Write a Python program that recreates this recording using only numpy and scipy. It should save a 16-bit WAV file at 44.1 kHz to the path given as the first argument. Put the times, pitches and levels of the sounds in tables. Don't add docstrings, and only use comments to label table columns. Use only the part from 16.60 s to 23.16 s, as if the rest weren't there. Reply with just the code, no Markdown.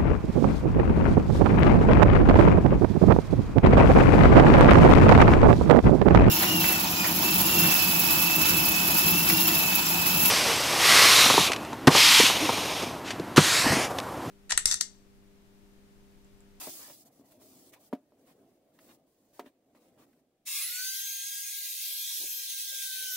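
import sys
import numpy as np
from scipy import signal
from scipy.fft import rfft, irfft
from scipy.io import wavfile
from scipy.ndimage import uniform_filter1d

SR = 44100
rng = np.random.default_rng(int(sys.argv[2]) if len(sys.argv) > 2 else 0)


def waveform_to_disk(signal):
    frames = np.transpose(np.atleast_2d(signal))
    scaled = np.clip(frames, -1, 1) * 32767
    samples = np.round(scaled).astype(np.int16)
    wavfile.write(sys.argv[1], SR, samples)


N = 289296
TIME = np.arange(N) / SR
FRAME_S, BIN_HZ = np.arange(N // 256 + 6)[:, None] * 256 / SR, np.fft.rfftfreq(1024, 1 / SR)
ON_S, TOP_HZ = 3.8316, 1663.06
# f/Hz, left-right likeness (-1..1)
QUIET_LIKENESS = [(60, 0.97), (300, 1), (700, 0.9), (1400, 0.5), (3100, 0.1), (7000, -.2), (15000, -0.13)]


def amp(db):
    return 10 ** (np.asarray(db) / 20)


def unit(x):
    return x / np.sqrt(np.mean(abs(x) ** 2) + 1e-20)


def read(points, hz):
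    f, value = np.transpose(points)
    return np.interp(np.log(hz + 1), np.log(f + 1), value)


def curves(table, t):
    s, *columns = np.transpose(table)
    return [np.interp(t, s, c) for c in columns]


def bell(offset, width):
    return .5 ** ((2 * offset / width) ** 2)


def add(mix, s, sound):
    part = mix[:, max(round(s * SR), 0):][:, :sound.shape[1]]
    part += sound[:, :part.shape[1]]


def wander(rate_hz):
    f = np.fft.fftfreq(8192, 1 / 1000)
    white = rng.standard_normal(len(f)) + 1j * rng.standard_normal(len(f))
    slow = np.fft.ifft(white / (1 + abs(f / rate_hz) ** 2) * (abs(f) < 4 * rate_hz))
    return unit(np.interp(TIME, np.arange(len(f)) / 1000, slow))


def band(hz, width_hz):
    return np.sqrt(2) * (wander(width_hz / 2) * np.exp(2j * np.pi * hz * TIME)).real


def noise(colour_db, likeness, patchy_db, size, hollow=.45):
    a, b, c, d, mid, side = rng.standard_normal((6, len(FRAME_S), len(BIN_HZ)))
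    patches = uniform_filter1d(np.array([mid + side / 2, mid - side / 2]), size[0], 1)
    patches = unit(uniform_filter1d(patches, size[1], 2))
    patches = (1 - np.exp(-hollow * patches)) / hollow
    same = np.clip(read(likeness, BIN_HZ), -1, 1)
    left = a + 1j * b
    right = same * left + np.sqrt(1 - same ** 2) * (c + 1j * d)
    colour = amp(colour_db)
    colour /= np.linalg.norm(colour, axis=-1, keepdims=True)
    spectra = np.array([left, right]) * colour * amp(patchy_db * patches)
    return unit(signal.istft(spectra.swapaxes(1, 2), nperseg=1024, noverlap=768)[1][:, :N])


def tint(x, colour):
    size = x.shape[-1]
    return unit(irfft(rfft(x) * amp(read(colour, np.fft.rfftfreq(size, 1 / SR))), size))


def stroke(start, length, attack_s=0.019, release_s=0.025):
    rise = np.clip((TIME - start) / attack_s + .5, 0, 1)
    return rise * np.clip((start + length - TIME) / release_s + .5, 0, 1)


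def handling(slide_s=0.356, fade_db_per_s=34, grain_db=1.0):
    # f/Hz, relative level/dB
    rub_colour = [(25, -28), (55, -33.5), (110, -5.5), (190, -9), (280, 5.5), (350, -3.5), (520, -4.5),
                  (650, -3.5), (800, -13), (1100, -34.5), (1600, -36), (3000, -66.5)]
    scrape_colour = [(400, -10.5), (750, 0), (1080, -0.5), (1450, -7), (1900, -5), (2600, -8), (3900, -11),
                     (5000, -18), (10000, -58)]
    hiss_colour = [(1500, -20.5), (3000, -7.5), (4500, -2), (8000, 0), (12000, -1.5), (14500, 1.5),
                   (17000, 2.5)]
    # t/s, length/s, scrape level/dB, hiss level/dB
    strokes = [(0, 0.1, -54, -62), (0.196, 0.13, -61, -69), (0.349, 0.087, -93, -56),
               (0.453, 0.032, -75, -58.5), (0.519, .1, -90, -67.5), (0.651, 0.12, -81, -66),
               (0.713, 0.018, -65, -58.5), (0.797, 0.042, -70.5, -64), (0.81, 0.3, -79, -58.5),
               (1.129, 0.018, -57.5, -52), (1.146, 0.036, -66, -70), (1.195, 0.096, -78, -62.5),
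               (1.585, 0.16, -84, -76), (1.666, 0.064, -67, -65.5), (1.877, 0.1, -93, -79),
               (2.135, 0.17, -79, -72.5), (2.202, 0.16, -76, -63.5), (2.285, 0.041, -63, -68),
               (2.466, 0.44, -86.5, -75.5), (2.733, 0.083, -73, -64), (2.853, 0.037, -64.5, -68.5),
               (3.153, 0.035, -70, -71.5), (3.201, 0.1, -78.5, -72), (3.383, 0.062, -67, -66),
               (3.42, 0.19, -83.5, -77)]
    # t/s, level/dB
    shuffle = [(0, -61), (.37, -66), (.66, -63), (.92, -61), (1.45, -69.5), (1.8, -63.5), (2.0, -69.5),
               (2.32, -63.5), (2.52, -75.5), (2.84, -67), (3.0, -74.5), (3.18, -66.5), (3.42, -65),
               (3.68, -76.5), (3.82, -76.5)]
    slide = stroke(0, slide_s) * amp(-fade_db_per_s * TIME)
    scrape, hiss = amp(-61) * slide, amp(-38.5) * slide
    for start, length, scrape_db, hiss_db in strokes:
        touch = stroke(start, length)
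        scrape = np.hypot(scrape, amp(scrape_db) * touch)
        hiss = np.hypot(hiss, amp(hiss_db) * touch)
    rub = amp(curves(shuffle, TIME)[0])
    scrape = np.hypot(scrape, amp(-15) * rub)
    hiss = np.hypot(hiss, amp(-11.5) * rub)
    grain = unit(amp(grain_db * wander(150).real))
    out = rub * noise(read(rub_colour, BIN_HZ), QUIET_LIKENESS, patchy_db=3.5, size=(16, 2))
    out += scrape * grain * noise(read(scrape_colour, BIN_HZ), QUIET_LIKENESS, patchy_db=5.5, size=(8, 3))
    out += hiss * grain * noise(read(hiss_colour, BIN_HZ), QUIET_LIKENESS, patchy_db=3.5, size=(10, 3))
    return out


def room_tone(level_db=-82):
    # f/Hz, relative level/dB
    colour = [(30, 15.5), (200, 25.5), (600, 5.5), (1200, 6.5), (3000, 5.5), (8000, 1), (15000, -2)]
    return amp(level_db) * noise(read(colour, BIN_HZ), QUIET_LIKENESS, patchy_db=1.0, size=(20, 4))


def plank_knocks(reach_octaves=0.63, contact_s=0.00059, crack_rise_s=0.0015, crack_t60=0.04,
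                 room_db=-17, room_t60=0.15):
    # f/Hz, relative level/dB, t60/s
    wood = [(263, 1.5, 0.053), (275, -4, 0.065), (358, -4, 0.061), (413, -4, 0.064), (450, -11.5, .06),
            (595, 1.5, 0.052), (713, -10, 0.098), (796, -6.5, 0.036), (866, -10, .04), (930, -6.5, 0.052),
            (966, -13.5, .045), (1110, -20.5, 0.033), (1246, -14.5, 0.069), (1530, -20.5, 0.06),
            (1630, -17.5, 0.06), (1930, -21, 0.05), (2141, -24.5, 0.05), (2300, -20.5, .06),
            (2830, -26, .045), (3354, -23.5, 0.055), (3650, -23.5, 0.06)]
    # t/s, ring level/dB, most excited f/Hz, crack level/dB
    blows = [(0.014, -44.5, 1200, -47), (0.072, -34, 490, -56), (0.083, -39, 484, -66),
             (0.283, -49, 700, -78), (0.3, -43.5, 710, -76), (0.451, -58, 350, -86), (0.596, -54, 293, -87),
             (0.61, -55, 280, -82), (0.8157, -50.5, 600, -68), (1.1368, -66, 1100, -53.5),
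             (1.328, -25, 617, -50), (1.3322, -24.5, 212, -49), (1.349, -43.5, 800, -57.5),
             (1.521, -53.5, 500, -77), (1.578, -66, 547, -80), (1.914, -65, 600, -84),
             (2.188, -57, 900, -57), (2.7941, -28.5, 800, -42.5), (2.7966, -36, 450, -64),
             (2.807, -53, 750, -73), (2.823, -55, 230, -85), (2.844, -51, 240, -83),
             (2.8608, -46, 520, -58), (2.8635, -49.5, 230, -73), (2.871, -56, 260, -73),
             (3.149, -55, 805, -67), (3.376, -60, 800, -78), (3.529, -80, 900, -70.5)]
    # f/Hz, relative level/dB
    crack_colour = [(200, -17), (700, -4.5), (2000, 1), (4000, -8), (8000, -18), (15000, -15.5)]
    out, t = np.zeros((2, N)), np.arange(SR // 3) / SR
    hz, db, t60 = np.transpose(wood)[:, :, None]
    skew = 0.1505 * (-1) ** np.arange(len(wood))[:, None] * hz / 500
    modes = amp(db - 60 * t / t60) * np.sin(2 * np.pi * hz * t + np.array([skew, -skew]))
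    low_cut = signal.butter(4, 182, "high", fs=SR)
    room_decay = amp(-60 * t / room_t60)
    crack_decay = amp(-60 * t / crack_t60) + amp(room_db) * room_decay
    for s, ring_db, blow_hz, crack_db in blows:
        grit = rng.standard_normal((4, len(t)))
        ring = (modes / (1 + (np.log2(hz / blow_hz) / reach_octaves) ** 2)).sum(axis=1)
        ring = signal.lfilter(*low_cut, ring * np.minimum(t / contact_s, 1))
        walls = grit[3] * room_decay * (t > .006)
        ring += amp(room_db) * signal.fftconvolve(ring, walls[None] / np.linalg.norm(walls))[:, :len(t)]
        crack = tint(grit[0] + 0.51 * grit[1:3], crack_colour)
        crack *= crack_decay * np.minimum(t / crack_rise_s, 1)
        add(out, s, amp(ring_db) * ring / abs(ring).max() + amp(crack_db) * crack)
    return out


def motor_pitch(t, kick_share=.6359, kick_s=.0746, creep_s=.255, droop_hz_per_s=32.56):
    # t/s, pitch lost/Hz
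    load = [(5.85, 0), (6.21, -7), (6.28, 27), (6.33, 35), (6.44, 40), (6.55, 62)]
    running_s = np.maximum(t - ON_S, 0)
    to_gain = kick_share * np.exp(-running_s / kick_s) + (1 - kick_share) * np.exp(-running_s / creep_s)
    return TOP_HZ * (1 - to_gain) - droop_hz_per_s * running_s - curves(load, t)[0]


def motor_whine(jitter=0.00039, drift_db=3.5, sway_rad=0.3, flutter_depth=0.6, flutter_hz=43,
                scatter_db=-64, db_per_decade=53.5):
    # t/s, level/dB, left minus right/dB, left phase lead/rad
    fundamental = [(3.9, -68, 1, 0.5), (4.06, -67.5, 2.5, 1.5), (4.19, -47.5, 4.5, 0.3),
                   (4.38, -51, 14.5, -1), (4.75, -54, 18, -3), (4.95, -63.5, -3, -1), (5.14, -67, 1, 3),
                   (5.25, -57, -1, 4), (5.35, -74, -1.5, 1.5), (5.42, -57.5, -6.5, 2), (5.49, -71, -11, 3),
                   (5.6, -59, -1.5, 3), (5.999, -56.5, 4, 2.8), (6.2, -52, 22, 1.1), (6.3, -54, -1, .7),
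                   (6.52, -47, 4, 0.3)]
    octave = [(3.9, -73, 5, 0.21), (3.99, -48.5, 3, .5), (4.039, -61, 0.5, 0.3), (4.26, -58.5, -2, 0.39),
              (4.36, -51, 3, -0.91), (4.66, -56.5, -4.5, -1.5), (4.74, -50, 0, -.4), (4.81, -64, 0.5, 0),
              (4.92, -65.5, -1, -0.34), (5.2, -56.5, 5, .7), (5.55, -51, 4, .4), (5.64, -66, -3, -1),
              (5.72, -54, -7, -2), (6.27, -53, -5, -1.2), (6.5, -50, 2.5, -1.3)]
    third = [(3.94, -66, 0, -1.5), (4.05, -49, 0, 1), (4.11, -55, 0, 1.5), (4.15, -45, 0, 0.7),
             (4.23, -43.5, 0, 2.3), (4.38, -48, 0, 2.5), (4.47, -70, 0, -0.5), (4.68, -65.5, 0, .5),
             (4.77, -48.5, 0, -0.5), (4.899, -68, 0, .5), (5.35, -59.5, 0, 1.5), (5.5, -71, 0, 0),
             (6.5, -60.5, 0, -1.5)]
    fourth = [(3.95, -59, 0, 0), (4.15, -62.5, -4.5, 2), (4.21, -40, -9, 1.5), (4.3, -41.5, -12, 1.5),
              (4.34, -51, 3, 2.5), (4.39, -45.5, 4, 2.5), (4.5, -41.5, 2.5, -0.4), (4.88, -46, -0.5, 0.8),
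              (5.05, -67, 0.5, 0.5), (5.22, -55, -0.5, 0.7), (5.451, -67.5, -1, -0.5), (5.76, -52, -1, 0),
              (6.1, -47.5, 4, -1), (6.28, -53, 1, -1), (6.52, -51, -3, 1)]
    eighth = [(3.95, -64, -2, 0), (4.0, -49, -6, 5), (4.035, -36.5, -5, -2), (4.08, -48.5, -2, -1.5),
              (4.35, -45, 5.5, .3), (4.5, -44.5, -1, .3), (4.61, -55, -6, -0.5), (4.76, -45, -2, -0.5),
              (4.94, -49, 1.5, 0.5), (5.031, -45, 1, 2.5), (5.11, -39.5, -1.5, -0.7), (5.2, -53.5, -2.5, 3),
              (5.29, -44.5, -1, 0), (5.38, -40, -3.5, 0), (5.54, -42, -1, -2), (5.59, -46, -4, 4),
              (5.665, -58, 0, 1), (5.71, -38, -1, 1.5), (5.8, -39, -2, -1), (5.84, -47, 0, 3.1),
              (6.2, -48, -0.5, 3.1), (6.24, -47, 0, -3), (6.28, -57, -1, -3), (6.33, -52, 2, 2),
              (6.45, -50, -3, -3), (6.53, -43.5, -11, 0.5)]
    weak_db = [-62, -63.5, -63.5, -60, -64.5, -57.5]
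    # t/s, length/s, boost/dB
    flare_lists = [
        [(4.16, 0.09, 18), (4.77, 0.15, 8), (6.28, 0.07, 15)],
        [(4.27, 0.13, 15), (6.5, 0.11, 14)],
        [(4.298, 0.14, 11)],
    ]
    hz = motor_pitch(TIME)
    cycles = np.cumsum(hz * (1 + jitter * wander(24).real)) / SR
    speed_db = db_per_decade * np.log10(np.maximum(hz, 1) / TOP_HZ)
    main = {1: fundamental, 2: octave, 3: third, 4: fourth, 8: eighth}
    partials = {k: curves(table, TIME) for k, table in main.items()}
    flares = dict(zip((5, 6, 7), flare_lists))
    for k, db in zip((5, 6, 7, 9, 10, 12), weak_db):
        flare_db = sum(boost_db * bell(TIME - s, length) for s, length, boost_db in flares.get(k, []))
        partials[k] = db + speed_db + flare_db, 0, 0.9
    out = np.zeros((2, N))
    for k, (db, left_db, lead_rad) in partials.items():
        swirl = np.sqrt(k / 8)
        level = amp(db + swirl * drift_db * wander(7.7).real)
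        for ear, side in zip(out, (1, -1)):
            pan = amp(side * left_db / 2) / np.sqrt((amp(left_db) + amp(-left_db)) / 2)
            phase = side * lead_rad / 2 + sway_rad * swirl * wander(3.3).real
            flutter = unit(1 + flutter_depth * swirl * wander(flutter_hz * swirl))
            direct = level * pan * flutter * np.exp(1j * phase)
            reflected = amp(scatter_db + speed_db) * wander(24)
            ear += np.sqrt(2) * ((direct + reflected) * np.exp(2j * np.pi * k * cycles)).real
    return out * np.clip((TIME - ON_S) / .12, 0, 1) ** 4


def air_colour(morph_s=0.12, edge_lag_s=0.065, lowest_hz=876, db_per_octave=220):
    # f/Hz, relative level/dB
    first_tone = [(530, -49), (900, -22.5), (1100, -15), (1450, -20.5), (2080, -5), (2520, -2.5),
                  (3010, -4.5), (3400, -2), (4400, -0.5), (5600, -1), (7480, -1.5), (10300, -0.5),
                  (15700, -1)]
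    second_tone = [(1800, -19.5), (2100, -10.5), (2500, -7), (2900, -8.5), (3500, -1), (4400, -1),
                   (5600, -3.5), (6700, 0), (7600, -4.5), (9300, -3), (11000, -2), (12200, -7.5),
                   (13800, -1.5), (15300, -1.1)]
    third_tone = [(1800, -25.5), (2100, -11.5), (2500, -6), (2900, -5), (3500, -1), (4400, 2), (5600, -0.5),
                  (6700, -5.5), (7600, -4), (9300, -5), (11000, 3), (12200, -3), (13800, -1.5), (15300, 1)]
    last_tone = [(1800, -21), (2100, -17), (2500, -9.5), (2900, -9.5), (3500, -0.5), (4400, -3.5),
                 (5600, -1.5), (6700, -4), (7600, -6), (9300, -6.5), (11000, -2), (12200, -11),
                 (13800, -3.5), (15300, -1.5)]
    tone_changes = [4.195, 5.23, 5.36]
    # t/s, length/s, f/Hz, width/octaves, depth/dB
    hollows = [(4.837, 0.15, 4000, 0.49, 6.5), (5.684, 0.085, 3840, 0.79, 8)]
    # f/Hz, width/Hz, gain/dB
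    eq_bands = [(1806, 120, -11), (1910, 190, 2.5), (2320, 100, -3.5), (3010, 260, -3.5), (3430, 190, 0),
                (3590, 120, -1), (3760, 500, 1), (4340, 190, 1), (4830, 280, -4), (5680, 220, 1.5),
                (7060, 1200, -1), (8300, 300, 0), (7970, 190, -0.5), (9300, 1000, 1), (11800, 480, 2)]
    colour_db = read(first_tone, BIN_HZ)
    for s, next_tone in zip(tone_changes, (second_tone, third_tone, last_tone)):
        crossfade = np.clip((FRAME_S - s) / morph_s + .5, 0, 1)
        colour_db = colour_db + (read(next_tone, BIN_HZ) - colour_db) * crossfade
    edge_hz = np.maximum(motor_pitch(FRAME_S - edge_lag_s), lowest_hz)
    colour_db -= db_per_octave * np.maximum(np.log2(edge_hz / (BIN_HZ + 1)), 0)
    for s, length, hz, octaves, depth_db in hollows:
        colour_db -= depth_db * bell(FRAME_S - s, length) * bell(np.log2((BIN_HZ + 1) / hz), octaves)
    return colour_db + sum(db * bell(BIN_HZ - hz, width) for hz, width, db in eq_bands)


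def cooling_air(start_s=3.85, surge_db=7, gust_db=0.8):
    # f/Hz, left-right likeness (-1..1)
    likeness = [(1000, 0.94), (1600, 1), (2500, 0.89), (3400, 0.6), (4500, -0.31), (6500, 0.37),
                (9000, 0.051), (15000, 0.088)]
    # f/Hz, depth/dB
    patch_depth = [(1800, 8), (3000, 5), (3500, 3.8), (8000, 4.5), (15000, 3.5)]
    # t/s, level/dB
    ride = [(3.87, -40.5), (3.96, -35), (4.11, -38.5), (4.2, -36.5), (4.36, -35.5), (4.44, -36.5),
            (4.7, -37), (4.87, -36), (5.15, -37.5), (5.25, -34), (5.45, -35), (5.62, -34), (5.72, -36),
            (6.1, -35.5), (6.5, -35.5)]
    rush = noise(air_colour(), likeness, patchy_db=read(patch_depth, BIN_HZ), size=(14, 3), hollow=0.79)
    hz = motor_pitch(TIME)
    strain = np.sqrt(1 - hz / TOP_HZ)
    level_db = curves(ride, TIME)[0] + surge_db * strain + gust_db * wander(16).real
    shaft_turns = np.cumsum(hz) / SR / 4
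    throb = 1 + .09 * np.cos(2 * np.pi * shaft_turns)
    fade_in = np.clip((TIME - start_s) / 0.024, 0, 1) ** 2
    return rush * amp(level_db) * throb * fade_in


def motor_rasp(level_db=-86, hz=1220, below_hz=1594, fade_hz=22):
    whine_hz = motor_pitch(TIME)
    slowed = np.clip((below_hz - whine_hz) / fade_hz, 0, 1)
    spun_up = np.clip(whine_hz / hz, 0, 1) ** 2
    return amp(level_db) * band(hz, width_hz=70) * slowed * spun_up


def fitting_clicks(t60=0.02):
    # t/s, level/dB
    ticks = [(4.763, -40), (5.238, -36)]
    out, t = np.zeros((2, N)), np.arange(SR // 10) / SR
    for s, db in ticks:
        add(out, s, amp(db - 60 * t / t60) * rng.standard_normal((2, len(t))))
    return signal.sosfilt(signal.butter(12, 2600, "high", fs=SR, output="sos"), out)


def base_bumps():
    # t/s, level/dB, f/Hz, width/Hz, Gaussian spread/s
    bumps = [(5.519, -67.5, 1038, 82, 0.01), (5.633, -58, 341, 152, 0.022), (5.636, -64, 587, 263, 0.02),
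             (5.637, -69, 216.3, 60, 0.014), (5.628, -69, 912, 120, 0.014),
             (6.136, -64.5, 583, 71.4, 0.016), (6.141, -79, 457, 60.5, 0.014),
             (6.442, -69, 602, 58.6, 0.014), (6.522, -70, 620, 56, 0.01)]
    out = np.zeros(N)
    for s, db, hz, width_hz, spread_s in bumps:
        swell = np.exp(-((TIME - s) / spread_s) ** 2 / 2)
        out += amp(db) * band(hz, width_hz) * swell
    return signal.lfilter(*signal.butter(2, 120, "high", fs=SR), out)


def scene():
    router = motor_whine() + cooling_air() + motor_rasp() + fitting_clicks()
    fade_out = np.clip((3.92 - TIME) / 0.047, 0, 1)
    small_sounds = (handling() + room_tone()) * fade_out
    return small_sounds + plank_knocks() + base_bumps() + router * amp([[.2], [-.2]])


def record(dry):
    high_cut = signal.firwin(1023, 15800, window=("kaiser", 9), fs=SR)
    return signal.oaconvolve(dry, high_cut[None], "same")


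dry = scene()
out = record(dry)
waveform_to_disk(out)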